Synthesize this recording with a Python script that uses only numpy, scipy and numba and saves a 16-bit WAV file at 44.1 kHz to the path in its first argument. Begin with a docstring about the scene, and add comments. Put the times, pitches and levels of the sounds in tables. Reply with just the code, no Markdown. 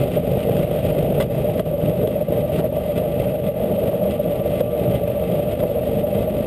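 """A small engine-powered rail cart rolls along a track at a steady speed, heard from on board.
Rough rail drives the steel wheels, frame and body into forced vibration: a drone over a rumble.
A slow engine thuds in a harmonic series, loose fittings knock, grit hisses under the treads,
a panel groans twice and a gear whines. The camera ducks after loud knocks, and its
sample-and-hold adds spectral images, heard as a thin sizzle."""
import sys
import numpy as np
from scipy import signal
from scipy.fft import rfft, irfft
from scipy.io import wavfile
from scipy.ndimage import uniform_filter1d
from numba import njit

SR = 44100
rng = np.random.default_rng(int(sys.argv[2]) if len(sys.argv) > 2 else 0)


def unload_audio(sound):
    """Save the sound as a 16-bit wav file, at the path given as the first command line argument."""
    columns = np.transpose(np.atleast_2d(sound))
    # keep every value between -1 and 1, then stretch to whole-number steps
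    steps = np.round(np.clip(columns, -1, 1) * 32767)
    wavfile.write(sys.argv[1], SR, steps.astype(np.int16))


N = 284886

# normal modes of the light steel fittings: frequency_hz, bandwidth_hz, gain_db
FITTING_MODES = [(1180, 27, 3), (1285, 13, -5.5), (1557, 18, -6), (1878, 46, 0), (2051, 40, 3.5),
                 (2599, 47, 1), (2930, 41, -14), (3202, 60, 0.5), (3324, 80, -4.5), (3636, 54, -4),
                 (3870, 54, -6.5), (4320, 39, -12.5), (4886, 114, -11)]


def wheels(db, judder_db):
    """Beating: rail bumps excite the wheels' close modes, which interfere in a quick, uneven growl."""
    # normal modes of the wheels: frequency_hz, bandwidth_hz, gain_db
    wheel_modes = [(567, 27.1, -2), (592, 24.3, 1), (628, 25.6, -3.5)]
    force = bumps(rate_hz=900, scatter_db=2) * undb(judder_db * walk(70))
    return level(contact_damping(ring(force, wheel_modes), span_s=0.081), db)


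def contact_damping(x, span_s):
    """Nonlinear damping: rail contact checks a growing swing, so slow swells even out and beats stay."""
    return x / np.sqrt(uniform_filter1d(x ** 2, int(span_s * SR)) + 1e-12)


def frame(firing_phase, db, shake_depth, boom_width_hz):
    """Forced vibration: bumps, modulated twice a firing, drive the frame's rumble and a deck resonance."""
    # frequency response of the frame: frequency_hz, gain_db
    frame_response = [(18, -49), (30, -27.5), (50, -8.5), (85, -6), (120, 0.5), (165, -3), (215, -6.5),
                      (255, -5.5), (290, -9), (350, -8.5), (430, -5), (650, -9), (900, -32.5),
                      (1500, -41.5), (4000, -66.5)]
    # hollow boom of the deck, drifting upward: time_s, centre_hz, level_over_rumble_db
    deck_resonance = [(0, 147.6, -7.5), (1.8, 163.6, -0.5), (2.7, 154.6, -5.5), (3.8, 193, -1.5),
                      (5, 177.6, -7), (6.46, 211.6, -7.5)]
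    shaking = 1 + shake_depth * np.cos(2 * firing_phase)
    rumble = colour(shaking * bumps(rate_hz=1500, scatter_db=3.5), frame_response)
    time_s, centre_hz, boom_db = np.transpose(deck_resonance)
    carrier = np.exp(1j * phase_of(np.interp(np.arange(N) / SR, time_s, centre_hz)))
    force = shaking * bumps(rate_hz=900, scatter_db=4)
    # shifting down, low-passing and shifting back gives a narrow band with a moving centre
    lowpass = signal.butter(2, boom_width_hz / 2, fs=SR, output="sos")
    swing = (signal.sosfilt(lowpass, force / carrier) * carrier).real
    boom = level(swing, 0) * curve(np.c_[time_s, boom_db])
    return level(level(rumble, 0) + boom, db)


def body(db):
    """Modal resonance: the body's panels hum at their natural frequencies under rail bumps."""
    # normal modes of the body: frequency_hz, bandwidth_hz, gain_db
    body_modes = [(334, 27, -10.5), (461.4, 11.8, .5), (506.6, 13, -2.5), (699.6, 31, -13.5),
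                  (803.3, 23, -14.5), (931, 5.6, -23.5)]
    return level(ring(bumps(rate_hz=900, scatter_db=2.5), body_modes), db)


def engine(firing_phase, uneven_db):
    """Harmonic series: the exhaust thuds once a firing, and each partial wavers with the uneven burn."""
    # exhaust spectrum: harmonic_number, gain_db
    harmonics = [(1, -22), (2, -7.5), (3, -2.5), (4, -7.5), (5, -2.5), (6, -6.5), (7, 0), (8, -2),
                 (10, -2.5)]
    # exhaust level as the engine's effort varies: time_s, level_db
    effort = [(0, -27), (1.2, -30), (2.2, -31), (3, -29.5), (4, -34), (4.6, -30.5), (5.3, -30), (6.46, -30)]
    note = 0
    for number, db in harmonics:
        amplitude = undb(db + uneven_db * walk(9))
        note = note + amplitude * np.cos(number * firing_phase + 2 * np.pi * rng.random())
    return curve(effort) * level(note, 0)


def knocks(thud_t60_s, crack_t60_s, ring_db):
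    """Impact excitation: a knock is a hard crack, a clack that rings the fittings and a dull thud."""
    # knocks of wheels and loose fittings: start_s, clack_db, thud_db, clack_t60_s, crack_db
    impacts = [(0.404, -26.5, -20, .02, -45), (0.567, -28, -39, 0.017, -39), (0.897, -41, -39, 0.022, -45),
               (1.201, -22, -6.5, 0.044, -30), (1.209, -22.5, -6, 0.056, -42), (1.224, -25, -25, 0.03, -34),
               (1.595, -27, -11, 0.023, -18), (2.073, -32, -10, 0.028, -34), (2.590, -35, -9.5, 0.04, -28),
               (2.976, -33, -11.5, 0.084, -43), (3.466, -35, -16, 0.029, -49), (4.109, -32, -26, 0.04, -50),
               (4.309, -36, -30, 0.017, -40), (4.605, -30.5, -5, 0.037, -30), (5.602, -33, -31, 0.028, -47)]
    # spectrum of the metallic clack: frequency_hz, gain_db
    clack_spectrum = [(200, 2), (700, 1), (1250, 2.5), (2000, -2), (2700, 0.5), (3600, 2.5), (4500, -13.5),
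                      (6000, -19.5)]
    # spectrum of the thud through the frame: frequency_hz, gain_db
    thud_spectrum = [(25, -48), (70, -18), (150, 3), (300, -10), (450, 9.5), (580, 13), (720, -20),
                     (1100, -41), (3000, -56)]
    # spectrum of the hard crack: frequency_hz, gain_db
    crack_spectrum = [(200, -17), (600, 1), (900, -0.5), (1300, 4), (1700, -6), (2100, -14), (4000, -22),
                      (4900, -20.5), (6000, -24)]
    clack, thud, crack = 0, 0, 0
    for start_s, clack_db, thud_db, clack_t60_s, crack_db in impacts:
        clack = clack + burst(start_s, clack_db, clack_t60_s)
        thud = thud + burst(start_s, thud_db, thud_t60_s)
        crack = crack + burst(start_s, crack_db, crack_t60_s)
    metal = colour(clack, clack_spectrum) + level(ring(clack, FITTING_MODES), ring_db)
    return metal + colour(thud, thud_spectrum) + colour(crack, crack_spectrum)


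def treads(firing_phase, grit_db, fittings_db, flutter_db, chatter_depth):
    """Shot noise: grit crushed under the treads hisses and fittings shiver, both pulsed by the engine."""
    # spectrum of grit under steel treads: frequency_hz, gain_db
    grit_spectrum = [(400, 0), (900, -4.5), (1250, 1), (1650, -6), (2060, -2.5), (2250, -0.5), (2650, 3),
                     (3100, 0.5), (3500, -3.5), (3850, -8.5), (4300, -12), (5000, -19), (5700, -16.5),
                     (7000, -27.5)]
    chatter = 1 + chatter_depth * (np.cos(firing_phase) + np.cos(2 * firing_phase))
    load = undb(flutter_db * walk(60)) * chatter
    grit = colour(load * bumps(rate_hz=6000, scatter_db=1.5), grit_spectrum)
    shiver = ring(load * bumps(rate_hz=900, scatter_db=6), FITTING_MODES)
    return level(grit, grit_db) + level(shiver, fittings_db)


def groans(hold_s, fade_s, wobble):
    """Single-mode vibration: a panel of the body swings up briefly on one unsteady note."""
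    # short groans of the body: start_s, pitch_hz, level_db
    notes = [(2.01, 424, -26.5), (4.719, 462.6, -23)]
    out = 0
    for start_s, pitch_hz, db in notes:
        tone = np.sqrt(2) * np.sin(phase_of(pitch_hz * (1 + wobble * walk(60))))
        out = out + undb(db) * swell(start_s, hold_s, fade_s, fade_s) * tone
    return out


def gear(mesh_hz, wobble, flutter_db):
    """Periodic contact: meshing teeth give a thin whine whose pitch and level waver with the load."""
    # strength of the whine: time_s, level_db
    whine_levels = [(0, -62), (1.2, -59), (2.2, -55), (3.2, -57.5), (4.4, -52), (5.3, -55), (5.7, -57),
                    (6.46, -57)]
    tone = np.sqrt(2) * np.sin(phase_of(mesh_hz * (1 + wobble * walk(40))))
    return curve(whine_levels) * tone * undb(flutter_db * walk(24.54))


def ride(turn_hz, throb_peak_s, throb_db, scatter_db):
    """Amplitude modulation: track, out-of-round wheels and timed dips vary rumble, drone and hiss."""
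    # the track, smoother beyond the crossing: time_s, rumble_db, drone_db, hiss_db
    track = [(0, -24.5, -24.5, -43), (1, -24.5, -25, -44), (1.7, -27, -23.5, -47.5), (3, -28.5, -23, -45.5),
             (4.5, -27.5, -22.5, -46.5), (6.46, -26.5, -24, -45)]
    # rough patches of rail: start_s, hold_s, rumble_rise_db, hiss_rise_db
    jolts = [(0.0, 0.029, 4.5, 6), (0.137, 0.033, 3.5, 3.5), (0.31, 0.068, 5, 0), (0.479, 0.16, 4.5, 2),
             (0.851, 0.051, 3.5, 4), (0.946, 0.32, 4, 1.5), (1.372, 0.13, 3, 2), (1.546, 0.052, 5, 2),
             (1.823, 0.078, 6, 4), (1.989, 0.052, 6, 3), (2.304, .11, 6, 3.5), (2.53, 0.066, 7.5, 5.5),
             (2.967, 0.033, 5.5, 2.5), (3.173, 0.12, 5, 2.5), (3.444, .03, 4.5, 0.5),
             (3.622, .12, 4.5, 1.5), (3.824, 0.061, 5.5, 3), (4.083, 0.045, 3, 3), (4.272, 0.035, 4.5, 2),
             (4.457, 0.154, 2.5, 4), (4.82, 0.15, 6, 3.5), (5.28, 0.11, 5, 2.5), (5.46, 0.12, 3, 2),
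             (5.857, 0.15, 3, 2), (6.141, 0.071, 4.5, 1), (6.326, .12, 2, 1)]
    # brief dips in level, the camera ducking after the loud knocks and lulls in the rolling noise
    # elsewhere: start_s, hold_s, drone_change_db, rumble_and_hiss_change_db
    dips = [(0.095, .05, -7.5, -1), (0.198, 0.033, -3.5, -4), (1.252, 0.051, -6, -4),
            (1.619, 0.027, -12, -4.5), (2.235, 0.042, -8, -3.5), (2.678, 0.037, -5.5, -5.5),
            (3.368, 0.047, -3, -1.5), (3.498, 0.063, -1.5, -5), (4.63, 0.065, -3.5, -1.5),
            (5.262, 0.023, -4, -1.5), (5.549, 0.024, -5, -4), (6.024, 0.027, 2.5, -3.5),
            (6.267, 0.019, 2, -5)]
    # the wheels bite the rail and ring out: start_s, rise_db
    bites = [(.172, 8), (.71, 5), (1.443, 3), (1.488, 3), (1.593, 3.5), (2.14, 1.5), (2.208, 3), (2.645, 4),
             (2.721, 6), (3.016, 5), (3.345, 6), (4.02, 4.5), (5.387, 6), (5.629, 11.5)]
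    t = np.arange(N) / SR
    time_s, *columns = np.transpose(track)
    rumble_db, drone_db, hiss_db = (np.interp(t, time_s, column) for column in columns)
    drone_db += throb_db * np.cos(2 * np.pi * turn_hz * (t - throb_peak_s))  # one throb a turn
    drone_db += scatter_db * walk(25)
    for start_s, hold_s, rumble_rise_db, hiss_rise_db in jolts:
        jolt = swell(start_s, hold_s, attack_s=0.023, release_s=0.022)
        rumble_db += rumble_rise_db * jolt
        hiss_db += hiss_rise_db * jolt
    for start_s, hold_s, drone_change_db, rumble_and_hiss_change_db in dips:
        dip = swell(start_s, hold_s, attack_s=0.009, release_s=0.016)
        rumble_db += rumble_and_hiss_change_db * dip
        drone_db += drone_change_db * dip
        hiss_db += rumble_and_hiss_change_db * dip
    for start_s, rise_db in bites:
        drone_db += rise_db * swell(start_s, hold_s=0.011, attack_s=0.0047, release_s=0.0076)
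    return undb(rumble_db), undb(drone_db), undb(hiss_db)


def bumps(rate_hz, scatter_db):
    """Poisson process: the rail's roughness gives tiny independent impacts of scattered size."""
    hits = rng.random(N) < rate_hz / SR
    signs = np.sign(rng.standard_normal(N))
    return hits * signs * undb(scatter_db * np.clip(rng.standard_normal(N), -2, 2))


def burst(start_s, db, t60_s):
    """Exponential decay: the noise of a rough contact falls by 60 dB in t60_s."""
    t = np.arange(SR // 5) / SR
    onset = int(start_s * SR)
    decay = np.exp(-np.log(1000) * t / t60_s)
    out = np.zeros(N + len(t))
    out[onset:onset + len(t)] = rng.standard_normal(len(t)) * undb(db) * decay
    return out[:N]


def ring(force, modes):
    """Modal superposition: damped modes alternate in sign, so the gaps between them stay filled."""
    out = 0
    for k, (hz, width_hz, db) in enumerate(modes):
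        pole = np.exp((2j * np.pi * hz - np.pi * width_hz) / SR)
        out = out + (-1) ** k * undb(db) * width_hz * signal.lfilter([1], [1, -pole], force).imag
    return out


def colour(x, spectrum):
    """Minimum-phase filtering by (frequency_hz, gain_db) points, with unit gain for white noise."""
    size = 8192
    hz, db = np.transpose(spectrum)
    gain = undb(np.interp(np.log(np.fft.rfftfreq(size, 1 / SR) + 1), np.log(hz), db))
    cepstrum = irfft(np.log(gain))
    # folding the cepstrum onto positive time makes the response causal
    cepstrum[1:size // 2] *= 2
    cepstrum[size // 2 + 1:] = 0
    response = irfft(np.exp(rfft(cepstrum)))
    return signal.fftconvolve(x, response / np.linalg.norm(response))[:N]


def swell(start_s, hold_s, attack_s, release_s):
    """Trapezoidal envelope: rises to 1 by start_s, holds and falls back."""
    t = np.arange(N) / SR - start_s
    return np.clip(np.minimum(1 + t / attack_s, 1 - (t - hold_s) / release_s), 0, 1)


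def walk(rate_hz):
    """Low-pass noise: random steps, smoothed twice, with a spread near 1."""
    span = int(SR / rate_hz)
    steps = np.repeat(rng.standard_normal(N // span + 1), span)
    return 1.36 * uniform_filter1d(uniform_filter1d(steps, span), span)[:N]


def phase_of(hz):
    """Phase in radians as the time integral of frequency."""
    return 2 * np.pi * np.cumsum(hz) / SR


def curve(rows):
    """Gain at every sample, interpolated from (time_s, level_db) rows."""
    return undb(np.interp(np.arange(N) / SR, *np.transpose(rows)))


def level(x, db):
    """Normalisation to an rms level."""
    return x * undb(db) / np.sqrt(np.mean(x ** 2))


def undb(db):
    """Decibels to amplitude ratio."""
    return 10 ** (np.asarray(db) / 20)


@njit
def follow(x, attack, release):
    """Envelope detection: the rectified signal is smoothed at separate rising and falling rates."""
    out, envelope = np.empty(len(x)), 0.
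    for i in range(len(x)):
        size = abs(x[i])
        envelope += (size - envelope) * (attack if size > envelope else release)
        out[i] = envelope
    return out


def limiter(x, threshold_db, attack_s, release_s):
    """Peak limiting: the gain falls while the envelope exceeds the threshold."""
    envelope = follow(x, 1 / (attack_s * SR), 1 / (release_s * SR))
    return x / np.maximum(envelope / undb(threshold_db), 1)


def scene():
    """Superposition: all sources travel with the listener and add at one point."""
    firing_hz = 25.27 * (1 + 0.0077 * walk(3))
    firing_phase = phase_of(firing_hz)
    rumble_gain, drone_gain, hiss_gain = ride(
        turn_hz=6.95, throb_peak_s=0.029, throb_db=0.82, scatter_db=0.5)
    cart = engine(firing_phase, uneven_db=2.0)
    cart += gear(mesh_hz=1169, wobble=0.00735, flutter_db=2)
    cart += rumble_gain * frame(firing_phase, db=0.58, shake_depth=0.35, boom_width_hz=40.4)
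    cart += drone_gain * wheels(db=-0.3, judder_db=2.5)
    cart += np.sqrt(rumble_gain * drone_gain) * body(db=-4.5)  # shaken by both frame and wheels
    cart += hiss_gain * treads(
        firing_phase, grit_db=1.05, fittings_db=-5, flutter_db=1.14, chatter_depth=0.16)
    cart += groans(hold_s=0.045, fade_s=0.0096, wobble=0.0152)
    cart += knocks(thud_t60_s=0.038, crack_t60_s=0.012, ring_db=-56.5)
    return cart[None]


def record(dry):
    """Zero-order hold: the camera limits peaks, then holds samples, mirroring sound about its clock."""
    clock_hz, cutoff_hz, oversampling = 12000, 15300, 8
    limited = limiter(dry[0], threshold_db=-11, attack_s=0.0011, release_s=0.042)
    sampled = signal.resample_poly(limited, clock_hz, SR)
    held = signal.resample_poly(np.repeat(sampled, oversampling), SR, oversampling * clock_hz)[:N]
    lowpass = signal.ellip(10, .2, 70, cutoff_hz, fs=SR, output="sos")
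    return signal.sosfilt(lowpass, held)[None]


dry = scene()
out = record(dry)
unload_audio(out)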